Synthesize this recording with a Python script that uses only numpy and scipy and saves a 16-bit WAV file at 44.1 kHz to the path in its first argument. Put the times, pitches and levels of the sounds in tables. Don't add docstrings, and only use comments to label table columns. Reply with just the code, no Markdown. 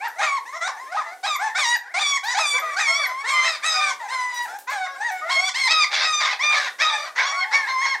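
import sys
import numpy as np
from scipy import signal
from scipy.fft import rfft, irfft
from scipy.io import wavfile
from scipy.ndimage import uniform_filter1d

SR = 44100
rng = np.random.default_rng(int(sys.argv[2]) if len(sys.argv) > 2 else 0)


def digitize_waveform(pressure):
    field = np.atleast_2d(pressure).T
    bounded = np.clip(field, -1, 1)
    quanta = np.round(bounded * 32767).astype(np.int16)
    wavfile.write(sys.argv[1], SR, quanta)


def volts_from_db(level):
    exponent = np.asarray(level, float) / 20
    return 10 ** exponent


N = 352800

# frequency in Hz, level in dB.
THROAT = [(350, -24.5), (750, -2), (1650, -4), (2300, -1), (2950, -11), (3650, -2.5), (5200, -10.5),
          (8500, -21.5), (10500, -34), (15500, -55)]
SWELL_DB = 7
FADE_DB_PER_S = 4.5
DROP_S, DROP = .02, .2255


def unit(x):
    return x / np.sqrt(np.mean(x ** 2) + 1e-20)


def along(points, hz):
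    f, v = np.transpose(points)
    return np.interp(np.log(hz + 1), np.log(f + 1), v)


def above(hz, knee_hz):
    return np.clip(np.log2(hz / knee_hz) * 2, 0, 1)


def ramp(t, start, end):
    return np.clip((t - start) / max(end - start, 1e-3), 0, 1)


def span(start, end):
    return np.arange(round(start * SR), min(round(end * SR), N)) / SR


def wobble(n, rate, count=1):
    at = np.arange(n) * rate / SR
    knots = rng.standard_normal((count, int(n * rate / SR) + 2))
    left = at.astype(int)
    return knots[:, left] + (knots[:, left + 1] - knots[:, left]) * (at - left)


def coloured(spectrum):
    gain = volts_from_db(along(spectrum, np.fft.rfftfreq(N, 1 / SR)))
    return unit(irfft(rfft(rng.standard_normal(N)) * gain, N))


def fades(n, rise, fall):
    t = np.arange(n) / SR
    return np.clip(np.minimum(t / rise, t[::-1] / fall), 0, 1)


def glide(t, start, top):
    return 1 - (1 - .74) * (1 - ramp(t, start, top)) ** 1.5


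def clear_note(t, top, end, top_hz, settled_hz, last_hz):
    settle_s = .075
    sinks = np.sin(np.pi / 2 * ramp(t, top, top + settle_s)) ** 2
    drifts = ramp(t, top + settle_s, end - DROP_S)
    hz = top_hz + (settled_hz - top_hz) * sinks + (last_hz - settled_hz) * drifts
    return hz * (1 - DROP * ramp(t, end - DROP_S, end))


def breaths():
    whole = coloured(THROAT)
    body = signal.sosfiltfilt(signal.butter(2, 4200, fs=SR, output="sos"), whole)
    return np.array([body, whole - body])


def voice(hz, hoarse, breath, dull_db, thin_db, top_db, knee_hz, count):
    n = len(hz)
    roughness = .02 * hoarse + .08 * hoarse ** 2
    hz = hz * (1 + .007 * wobble(n, 30)[0] + roughness * wobble(n, 300)[0])
    cycles = np.cumsum(hz) / SR
    k = np.arange(1, count + 1)[:, None] / 2
    line_hz = k * hz

    colour_db = along(THROAT, line_hz) - thin_db * (k <= 1)
    colour_db -= dull_db * above(line_hz, knee_hz) * (1 - 0.51 * above(line_hz, 4300))
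    colour_db -= top_db * above(line_hz, 5600)
    colour_db += 4.5 * wobble(n, 20, count=len(k))
    colour_db += 5 * hoarse * wobble(n, 300, count=len(k))

    skipped_beats = np.where(k % 1, 1.3 * hoarse ** 2, 1)
    gain = volts_from_db(colour_db) * (line_hz < SR / 2.5) * skipped_beats
    strength = np.sqrt(uniform_filter1d((gain ** 2).sum(0), size=600) / 2)
    tone = (gain * np.cos(2 * np.pi * k * cycles + k * k)).sum(0) / strength
    torn = .15 * hoarse ** 2
    tone = tone * (np.sqrt(1 - torn) + np.sqrt(torn) * unit(wobble(n, 400)[0]))

    puffs = 1 + .5 * np.cos(2 * np.pi * cycles)
    rasp = (breath[0] + volts_from_db(-dull_db / 2 - top_db) * breath[1]) * puffs
    rasp_share = .005 + .25 * hoarse ** 2
    mixed = np.sqrt(1 - rasp_share) * tone + np.sqrt(rasp_share) * rasp
    return mixed * volts_from_db(1.5 * wobble(n, 45)[0])


def add_near_call(out, breath, t, top, hz, db, hoarseness, closes):
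    # time in seconds, treble lost in dB, fundamental lost in dB.
    facing = [(1.1, 16, -0.5), (1.3, 5, 6), (3.8, 8.5, 5), (4.3, 18.5, -5), (5.3, 1, 8.5), (8, 14.5, 6.5)]
    at = np.round(t * SR).astype(int)
    hoarse = uniform_filter1d(np.where(t < top, *hoarseness), size=900)
    crack_s = .018
    hoarse = hoarse + .3 * closes * np.exp(-((t - top - crack_s / 2) / crack_s) ** 2)

    facing_s, treble_db, fundamental_db = np.transpose(facing)
    dull_db = np.maximum(np.interp(t[0], facing_s, treble_db), 0)
    dull_db = dull_db + SWELL_DB * (1 - ramp(t, t[0], top))
    dull_db = dull_db + closes * 20 * ramp(t, t[-1] - DROP_S, t[-1])
    thin_db = np.interp(t[0], facing_s, fundamental_db)
    top_db = 10 * (t[0] > 5.6)

    rise_s, fall_s = (.01, .01) if closes else (.03, .03)
    sound = voice(uniform_filter1d(hz, size=150), hoarse, breath[:, at], dull_db=dull_db, thin_db=thin_db,
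                  top_db=top_db, knee_hz=1993, count=28)
    out[at] += volts_from_db(db) * fades(len(at), rise_s, fall_s) * sound


def cries(out, breath):
    # start, top and end in seconds, top, settled and last pitch in Hz (before the final drop),
    # level in dB at the top.
    cry_calls = [(0, 0.054, .085, 944, 915, 900, -25), (2.229, 2.302, 2.35, 985, 986, 975, -23),
                 (3.239, 3.287, 3.49, 1102, 1026, 1041, -22.5),
                 (4.079, 4.124, 4.468, 1048, 1008, 959, -26.5),
                 (5.289, 5.318, 5.505, 1100, 1075, 1178, -22.5),
                 (5.538, 5.578, 5.69, 1094, 1042, 1034, -21.5), (5.667, 5.71, 5.855, 1279, 1255, 1189, -19),
                 (6.012, 6.046, 6.23, 1279, 1232, 1173, -22.5),
                 (6.388, 6.436, 6.56, 1200, 1204, 1211, -20.5),
                 (7.189, 7.273, 7.455, 1141, 1118, 1073, -24.5), (7.661, 7.69, 7.87, 1068, 1040, 1099, -23),
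                 (7.809, 7.861, 7.965, 1110, 1060, 981, -23)]
    for start, top, end, *note_hz, db in cry_calls:
        t = span(start, end)
        hz = glide(t, start, top) * clear_note(t, top, end, *note_hz)
        level_db = db - SWELL_DB * (1 - ramp(t, start, top)) - FADE_DB_PER_S * np.maximum(t - top, 0)
        add_near_call(out, breath, t, top, hz, level_db, (.22, .21), closes=True)


def whistles():
    whistle_starts = [.081, 1.361, 1.766, 2.596, 3.069]
    out, t = np.zeros(N), np.arange(round(0.014 * SR)) / SR
    for start, spread in zip(whistle_starts, rng.standard_normal((len(whistle_starts), 1))):
        hz = 11900 * (1 + 0.016 * spread + t)
        tone = np.sin(2 * np.pi * np.cumsum(hz) / SR)
        envelope = fades(len(t), 0.0014, 0.031)
        out[round(start * SR):][:len(t)] += volts_from_db(-26 - 2 * spread) * envelope * tone
    return out


def yelps(out, breath):
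    # start, break and end in seconds, top, settled and last pitch in Hz (before the final drop),
    # level in dB at the start.
    yelp_calls = [(0.182, 0.216, .395, 1297, 1122, 1082, -24),
                  (0.605, 0.679, .712, 1160, 1100, 1080, -24.5),
                  (0.914, 0.969, 1.03, 1244, 1060, 1120, -27), (1.229, 1.265, 1.37, 1290, 1172, 1220, -23),
                  (1.546, 1.585, 1.77, 1225, 922.4, 976, -21),
                  (1.938, 1.996, 2.187, 1224, 1126, 1104, -21.5),
                  (2.343, 2.391, 2.597, 1297, 1167, 1155, -21.5),
                  (2.76, 2.798, 3.072, 1275, 1092, 1109, -21.5), (4.67, 4.72, 4.88, 855, 752, 733, -27.5)]
    break_s = .007
    for start, flip, end, *note_hz, db in yelp_calls:
        t = span(start, end)
        top = flip + break_s
        chest = note_hz[0] * (.55 + (.68 - .55) * ramp(t, start, flip))
        head = clear_note(t, top, end, *note_hz)
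        hz = chest + (head - chest) * ramp(t, flip - break_s / 2, flip + break_s / 2)
        sob = 1 + .044 * np.exp(-((t - 2.995) / .036) ** 2)
        add_near_call(out, breath, t, top, hz * sob, db - FADE_DB_PER_S * (t - start), (.28, .17), closes=True)


def screams(out, breath):
    # start and end in seconds, top and last pitch in Hz (before the final drop), level in dB
    # at the top, fade to the end in dB.
    scream_calls = [(.19, 0.31, 1290, 1255, -21, 13), (3.421, 3.59, 1295, 1172, -21, 13.5),
                    (3.614, 3.94, 1305, 1110, -21.5, 4), (5.899, 6.07, 1108, 1039, -20, 5),
                    (6.188, 6.36, 1247, 888, -20.5, 6), (6.5, 6.71, 1191, 1052, -21, 9),
                    (6.782, 7.1, 1259, 1139, -17.5, 19.5), (7.15, 7.27, 1075, 1022, -18.5, 7.5),
                    (7.504, 7.68, 1112, 1068, -18, 25)]
    scream_hoarse = [.7, .5, .38, .85, .75, .75, .47, .8, .45]
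    for (start, end, top_hz, last_hz, db, fade_db), torn in zip(scream_calls, scream_hoarse):
        t = span(start, end)
        top = start + .045
        tires = ramp(t, top, end)
        hz = glide(t, start, top) * (top_hz + (last_hz - top_hz) * tires)
        hz = hz * (1 - DROP * ramp(t, end - 2 * DROP_S, end))
        level_db = db - SWELL_DB * (1 - ramp(t, start, top)) - fade_db * tires
        add_near_call(out, breath, t, top, hz, level_db, (min(torn + .13, 1), torn), closes=False)


def near_pups():
    out, breath = np.zeros(N), breaths()
    cries(out, breath)
    yelps(out, breath)
    screams(out, breath)
    return signal.sosfilt(signal.butter(4, 520, "high", fs=SR, output="sos"), out)


def whines():
    # start and end in seconds, start, middle and end pitch in Hz, level in dB.
    whine_calls = [(.45, .59, 788, 1087, 930, -37), (0.52, 0.59, 528, 654, 697, -32.5),
                   (0.76, 0.89, 794, 1040, 1037, -37), (1.05, 1.15, 696, 680, 810, -38),
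                   (1.385, 1.495, 620, 866, 803, -26), (1.4, 1.52, 910, 1130, 890, -37),
                   (2.53, 2.62, 466, 537, 572, -30.5), (2.61, 2.76, 1286, 1189, 1127, -30),
                   (2.62, 2.72, 650, 652, 639, -31), (2.865, 3.06, 599, 685, 457, -30.5),
                   (3.07, 3.23, 1016, 1040, 1152, -30.5), (3.225, 3.3, 421, 474, 595, -35),
                   (3.29, 3.45, 1101, 1210, 1100, -29), (3.73, 3.92, 721, 769, 740, -30),
                   (3.99, 4.08, 1020, 867, 760, -33.5), (4.47, 4.58, 644, 755, 850, -35.5),
                   (4.84, 4.98, 523, 549.5, 526, -35.5), (5.0, 5.115, 754, 956, 756, -26),
                   (5.095, 5.22, 760, 743, 729, -31.5), (5.21, 5.32, 592, 671, 777, -29.5),
                   (5.35, 5.5, 600, 759, 712, -31.5), (6.88, 6.98, 957, 876, 836, -28),
                   (7.05, 7.125, 658, 632, 580, -39.5), (7.31, 7.45, 600, 721, 758, -32.5),
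                   (7.505, 7.67, 823, 902, 787, -28)]
    out, breath = np.zeros(N), breaths()
    faint = []
    for a, b, c, d in rng.random((60, 4)):
        start = 7.8 * a
        faint.append((start, start + .05 + .08 * b, 450 + 400 * c, 550 + 500 * c, 450 + 600 * d, -49 + 11 * b))
    for start, end, first_hz, middle_hz, last_hz, db in [*whine_calls, *faint]:
        at = np.arange(round(start * SR), round(end * SR))
        arch = np.polyfit([-1, 0, 1], [first_hz, middle_hz, last_hz], 2)
        hz = np.polyval(arch, np.linspace(-1, 1, len(at)))
        sound = voice(hz, .18, breath[:, at], dull_db=23, thin_db=2, top_db=0, knee_hz=1950, count=22)
        out[at] += volts_from_db(db) * fades(len(at), .015, .015) * sound
    return out


def wire():
    tick_times = [2.241, 4.345, 4.427, 4.588, 4.7, 5.118]
    blows, t = np.zeros(N), np.arange(SR // 10) / SR
    blows[np.round(np.multiply(tick_times, SR)).astype(int)] = volts_from_db(-36)
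    decay = volts_from_db(-60 * t / 0.004) + 0.45 * volts_from_db(-60 * t / 0.25)
    return signal.fftconvolve(blows, decay)[:N] * coloured([(2000, -6), (11000, 0)])


def room(x):
    # frequency in Hz, time to fall by 60 dB in seconds.
    decay_times = [(800, .3), (12000, .18)]
    hz, t, z = signal.stft(rng.standard_normal((2, SR // 2)), SR, nperseg=256)
    dying = volts_from_db(-60 * t / along(decay_times, hz)[:, None])
    middle, side = signal.istft(z * dying, SR, nperseg=256)[1]
    tail = middle + 0.17 * np.array([side, -side])
    delayed = np.pad(x, (200, 0))[None]
    return signal.fftconvolve(delayed, tail / np.linalg.norm(tail[0]), axes=1)[:, :N]


def murmur():
    # frequency in Hz, relative density in dB per Hz.
    air = [(300, 8.5), (900, 4), (2500, -6.5), (8700, -4.5), (15500, -13)]
    swell = volts_from_db(-53 + 3 * wobble(N, 6))
    side = 0.2 * coloured(air)
    return swell * (coloured(air) + np.array([side, -side]))


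def scene():
    near, far = near_pups() + whistles() + wire(), whines()
    dry = near * volts_from_db([[.2], [-.2]]) + far * volts_from_db([[.7], [-.7]])
    return dry + volts_from_db(-5.5) * room(near + far) + murmur()


def low_pass(x):
    return signal.sosfilt(signal.butter(12, 15710, fs=SR, output="sos"), x)


def record(dry):
    microphone = signal.butter(3, [420, 15500], "band", fs=SR, output="sos")
    return low_pass(signal.sosfilt(microphone, dry))


dry = scene()
out = record(dry)
digitize_waveform(out)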